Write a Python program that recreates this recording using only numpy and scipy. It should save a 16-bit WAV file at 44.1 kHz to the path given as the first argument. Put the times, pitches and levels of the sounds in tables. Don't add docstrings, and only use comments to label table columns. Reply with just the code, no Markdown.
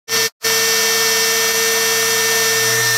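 import sys
import numpy as np
from scipy import signal
from scipy.fft import rfft, irfft, next_fast_len
from scipy.io import wavfile
from scipy.ndimage import map_coordinates

SR = 44100
rng = np.random.default_rng(int(sys.argv[2]) if len(sys.argv) > 2 else 0)


def to_linear_factor(level_db):
    exponent = np.asarray(level_db, float) / 20
    return 10 ** exponent


def digitize_waveform(pressure):
    field = np.atleast_2d(pressure).T
    bounded = np.clip(field, -1, 1)
    quanta = np.round(bounded * 32767).astype(np.int16)
    wavfile.write(sys.argv[1], SR, quanta)


N = 130977
T = np.arange(N) / SR

RIPPLE_HZ = 119.87
DIP_S = 1.529
EASE_S, EASE_TAKES_S = 2.69, .1
LIFT_S, LIFT_TAKES_S = 2.815, .018

# time in seconds, tone level in dB.
TONE_GATE = [
    (.08, 2.5),
    (.13, 1),
    (.27, 1),
    (.292, -14),
    (.42, -12),
    (.438, -8),
    (.445, 0),
]


def unit(x):
    return x / np.sqrt(np.mean(x ** 2) + 1e-20)


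def curve(rows):
    return np.interp(T, *np.transpose(rows))


def wobble(rate):
    knots = rng.standard_normal(int(N * rate / SR) + 4)
    return map_coordinates(knots, [T * rate])


def bump(at_s, lasts_s):
    return np.exp(-.5 * ((T - at_s) / lasts_s) ** 2)


def step(at_s, takes_s):
    return np.clip((T - at_s) / takes_s + .5, 0, 1)


def filtered(x, gain):
    m = next_fast_len(N + 8192)
    return irfft(rfft(x, m) * gain(np.fft.rfftfreq(m, 1 / SR)), m)[:N]


def band(center_hz, width_hz):
    return lambda hz: 1 / (1 + (2 * (hz - center_hz) / width_hz) ** 4)


def noise(gain):
    return unit(filtered(rng.standard_normal(N), gain))


def tone(turns, db, order):
    level = to_linear_factor(db + .15 * np.sqrt(order + 1) * wobble(20))
    return np.sqrt(2) * level * np.sin(2 * np.pi * (turns + rng.random()))


def shaft():
    # time in seconds, speed in turns per second.
    speed = [(.2, 450.7), (.5, 450.8), (.6, 451.4), (.95, 450.5), (1.32, 450.7), (1.55, 452.4),
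             (1.7, 452.8), (1.9, 451.9), (2.35, 450.6), (2.8, 450.4), (2.97, 451.5)]
    return np.cumsum(curve(speed)) / SR + .0012 * wobble(40)


def whine(turns):
    orders = [1, 2, 3, 4, 5, 6, 7, 8, 9, 12, 13, 16, 18, 24, 26, 27, 29]
    # level in dB while cutting, change in dB after the brief dip, change in dB once lifted.
    order_levels = [(-25.2, .5, -6), (-47, 0, 0), (-40.5, 1.5, 2), (-24.8, 0, 0), (-29.7, -1.2, -17),
                    (-31.7, -1, -4), (-33.3, -2.5, -15), (-34.3, 0, 2), (-42, 2, 9), (-27.3, 0, 0),
                    (-24, 0, -1), (-40, 1, 0), (-42.5, 2, 3), (-42, -1, 0), (-35, 0, 0), (-47, 0, 0),
                    (-48, 0, 0)]
    cage_orders = [
        .705,
        1.041,
        7.06,
    ]
    # level in dB while cutting, change in dB once lifted.
    cage_levels = [(-47.5, -16), (-41.5, -11), (-47.5, -9)]
    side_orders = [(1, -2), (3, 2), (4, -1), (5, -3), (4, 2), (5, -1.5), (5, -1), (5, -.5), (5, 1), (6, -2),
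                   (7, -2), (6, 2), (7, -1), (7, .5), (8, -3), (7, 1), (7, 1.5), (8, -2), (9, -2), (8, 2),
                   (14, -1), (13, 3), (21, 0), (4, 3), (.401, 0), (0, 2), (4, 1), (4, 1.5), (5, -2),
                   (6, -1), (8, 1), (25, 0)]
    # level in dB while cutting, change in dB once lifted.
    side_levels = [(-40.4, -15), (-45, 0), (-43, 0), (-45.5, 0), (-34.6, -3), (-45, 0), (-44, 0), (-48, 0),
                   (-43, 3), (-47, 0), (-47, 0), (-47, 0), (-49, 0), (-47, 0), (-44, 0), (-36.5, -4),
                   (-46, 0), (-48, 0), (-44, 0), (-39.5, -8), (-45, 0), (-46, 0), (-50, 0), (-52, 13),
                   (-52, -3), (-56, 0), (-50, 0), (-50, 0), (-50, 0), (-50, 0), (-47, 0), (-49, 0)]
    order_drift = {1: [(1.5, 0), (1.68, 2.2), (1.9, 0)], 4: [(2.1, 0), (2.3, 2), (2.65, 2.2), (2.9, 4.8)],
                   12: [(.3, 1), (.5, 0), (1.32, 0), (1.42, -9), (1.6, -8), (1.75, -5.5), (2.3, -6),
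                   (2.45, -3.5), (2.75, -2), (2.77, -14), (2.81, -14), (2.83, -2)], 26: [(1.6, 0),
                   (2.2, -3), (2.9, -6)], 1.041: [(1.46, 0), (1.56, -16), (1.82, -16), (1.95, 0)]}

    moved = step(DIP_S, .02)
    eased = step(EASE_S, EASE_TAKES_S)
    lifted = step(LIFT_S, LIFT_TAKES_S)

    def drift(k):
        return curve(order_drift.get(k, [(0, 0)]))

    tones = []
    for k, (db, shift, change) in zip(orders, order_levels):
        tones.append((k, 0, db + shift * moved + drift(k), change))
    for k, (db, change) in zip(cage_orders, cage_levels):
        tones.append((k, 0, db + drift(k), change))
    for (k, m), (db, change) in zip(side_orders, side_levels):
        tones.append((k, m, db, change))

    total = np.zeros(N)
    for k, m, db, change in tones:
        follows_cut = k in range(4, 8) or (k < 1 and m == 0)
        released = eased if follows_cut else lifted
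        total += tone(k * turns + m * RIPPLE_HZ * T, db + change * released, order=k)
    return total


def roar(turns):
    # frequency in Hz, level in dB.
    low_spectrum = [(18, -65.5), (30, -53), (205, -14.5), (387, -20.5), (450, -4), (522, -10.5), (1690, -8),
                    (1790, -5), (2600, -11), (3380, -58), (5720, -120)]
    high_spectrum = [(1530, -20.5), (2600, -14.5), (3260, -8.5), (3440, -9.5), (6050, -4), (6190, -2.5),
                     (10300, -14), (13100, -11.5), (15800, -19)]
    # frequency in Hz, width in Hz, boost in
    # dB.
    resonances = [(680.5, 114, 11), (958, 51, 8.5), (1310, 590, 10), (3200, 160, -1.5), (4480, 950, 5.8),
                  (5240, 230, 7.5), (6300, 300, -1), (8500, 450, 4), (11560, 1400, 5), (12900, 550, 2.5),
                  (10630, 500, -3), (2700, 370, 3), (14500, 700, 5), (470, 140, -4),
                  (4350, 150, 2.5), (4650, 200, 3), (4980, 180, -3.5), (5650, 200, 3), (6010, 220, -4),
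             (2000, 500, -2.3), (1760, 60, -3), (2760, 80, -3), (2850, 100, 3), (800, 120, -2),
             (490, 25, -5), (7750, 300, -2), (3930, 80, -4), (14000, 500, 1.5)]
    # time in seconds, share added.
    sheet_ring = [
        (.25, .2),
        (.5, .08),
        (1.1, .08),
        (1.35, -.12),
        (2.4, -.12),
        (2.6, -.24),
    ]
    # time in seconds, share added.
    hiss = [
        (.5, -.07),
        (1.5, -.03),
        (1.75, .08),
    ]

    def through_metal(spectrum):
        f, db = np.transpose(spectrum)

        def gain(hz):
            total_db = np.interp(np.log(hz + 1), np.log(f + 1), db)
            for center_hz, width_hz, boost_db in resonances:
                total_db = total_db + boost_db / (1 + (2 * (hz - center_hz) / width_hz) ** 2)
            return to_linear_factor(total_db)
        return gain

    bass_lift_db = -.35 * np.minimum(curve(TONE_GATE), 0)
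    low = to_linear_factor(-27.5 + bass_lift_db + .17 * wobble(7.8)) * noise(through_metal(low_spectrum))
    bass = filtered(low, lambda hz: 1 / (1 + (hz / 480) ** 8))
    low = low + bass * (to_linear_factor(-6 * step(LIFT_S, LIFT_TAKES_S)) - 1)
    chips = noise(band(3250, 450))
    low = low + to_linear_factor(-38 - 6 * step(EASE_S, EASE_TAKES_S)) * chips

    high = to_linear_factor(-20 + .21 * wobble(7.7)) * noise(through_metal(high_spectrum))
    high = high - .45 * bump(2.785, .025) * filtered(high, band(5000, 1400))
    high = high + curve(sheet_ring) * filtered(high, band(4600, 1100))
    high = high + curve(hiss) * filtered(high, lambda hz: (hz > 8200) * (hz < 11500))

    mains_pulse = 1 + .17 * np.sin(4 * np.pi * RIPPLE_HZ * T)
    turn_pulse = 1 + .07 * np.sin(2 * np.pi * turns)
    return low * mains_pulse + high * turn_pulse


def sparks():
    # start in seconds, level in dB.
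    strong = [(.09575, 4), (.12905, 0), (.16234, .5), (.1668, -2.5), (.17122, -3), (.22892, -1),
              (.46733, -1), (.5006, -5)]
    rate, faint_db, spark_s = 40, -19, .00004
    faint = to_linear_factor(faint_db + 1.3 * rng.standard_normal(N)) * rng.choice([-1, 1], N)
    hits = (rng.random(N) < rate / SR) * faint
    for s, db in strong:
        hits[round(s * SR)] = to_linear_factor(db)
    u = np.arange(-20, 21) / SR / spark_s
    tick = (1 - .22 * u * u) * np.exp(-.2 * u * u)
    return np.convolve(hits, tick, "same")


def hum(turns):
    # time in seconds, level in dB.
    hum_level = [(0.46, -40), (0.86, -46), (1.0, -43), (1.65, -46.5), (2.01, -41.5), (2.48, -41),
                 (2.7, -30.5), (2.84, -29), (2.96, -31)]
    db = curve(hum_level)
    ripple = tone(RIPPLE_HZ * T, db, order=2)
    beat = tone(turns - RIPPLE_HZ * T, db - 15.5, order=2)
    return ripple + beat


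def side_bursts():
    # time in seconds, low edge in kHz, high edge in kHz.
    bursts = [(.557, 6.2, 8.3), (.557, 9.6, 11), (.673, 6.2, 9), (1.022, 14.5, 15.8), (1.068, 14.5, 15.8),
              (1.207, 6.2, 7.6), (1.231, 4.1, 5.2), (1.231, 8.3, 9.6), (1.3, 6.9, 8.3), (1.3, 12.4, 13.8),
              (1.416, 9, 10.3), (1.486, 4.1, 5.2), (1.602, 13.1, 14.5), (2.043, 13.1, 14.5),
              (2.113, 4.7, 5.7), (2.113, 8.3, 9.6), (2.113, 12.4, 13.8), (2.229, 12.4, 14.5),
              (2.577, 4.1, 5.2), (2.577, 13.1, 14.5), (2.624, 7.6, 9), (2.624, 12.4, 14.5),
              (2.694, 9.6, 11), (2.879, 4.1, 5.2), (2.949, 10.3, 11.7)]
    size, hop = 2048, 1024
    other = np.pad(roar(shaft()), (0, size))
    side = np.zeros(N + size)
    window = signal.windows.kaiser_bessel_derived(size, 4 * np.pi)
    khz = np.fft.rfftfreq(size, 1000 / SR)
    for s, low_khz, high_khz in bursts:
        first = (round(s * SR / hop) - 1) * hop
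        frame = slice(first, first + size)
        inside = (khz > low_khz) * (khz < high_khz)
        side[frame] += window * irfft(rfft(other[frame]) * inside)
    return to_linear_factor(-3.5) * side[:N]


def brief_dip(mix):
    dip_db = -3.8 * bump(DIP_S, .007)
    thud = to_linear_factor(-42) * bump(DIP_S, .005) * np.sin(2 * np.pi * 60 * (T - DIP_S))
    jolt = to_linear_factor(-37) * bump(DIP_S, .0079) * np.sin(2 * np.pi * 415 * T)
    return mix * to_linear_factor(dip_db) + thud + jolt


def rasp():
    def scrape(at_s, lasts_s, hz, rise_hz_per_s, width_hz, db):
        grit = noise(band(0, width_hz))
        turns = hz * T + .5 * rise_hz_per_s * (T - at_s) ** 2
        return np.sqrt(2) * to_linear_factor(db) * bump(at_s, lasts_s) * grit * np.sin(2 * np.pi * turns)

    groove = scrape(2.775, .065, hz=2030, rise_hz_per_s=1000, width_hz=360, db=-28.5)
    squeal = scrape(2.805, .03, hz=2200, rise_hz_per_s=3200, width_hz=30, db=-33)
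    return groove + squeal


def scene():
    turns = shaft()
    tones = to_linear_factor(curve(TONE_GATE)) * (whine(turns) + hum(turns))
    mix = tones + roar(turns) + sparks() + rasp()
    mix = filtered(mix, lambda hz: hz ** 2 / np.sqrt(hz ** 4 + 90 ** 4))
    mix = brief_dip(mix)
    return np.array([mix, mix])


def top_cut(x):
    return signal.sosfilt(signal.butter(12, 15930, fs=SR, output="sos"), x)


def record(dry):
    # time in seconds, level in dB.
    fader = [(.068, -120), (.073, -44), (.082, -20.5), (.097, -13), (.12, -4), (.145, -0.5), (.264, -1),
             (.281, -10), (.297, -30), (.318, -49), (.34, -110), (.383, -110), (.405, -44), (.418, -24),
             (.44, -11), (.449, 0)]
    fader_db = curve(fader)
    mono = filtered(dry[0], lambda hz: hz < 15770)
    mono = mono * to_linear_factor(fader_db) * (fader_db > -62)
    mix = mono + side_bursts() * [[1], [-1]]
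    return top_cut(mix)


dry = scene()
out = record(dry)
digitize_waveform(out)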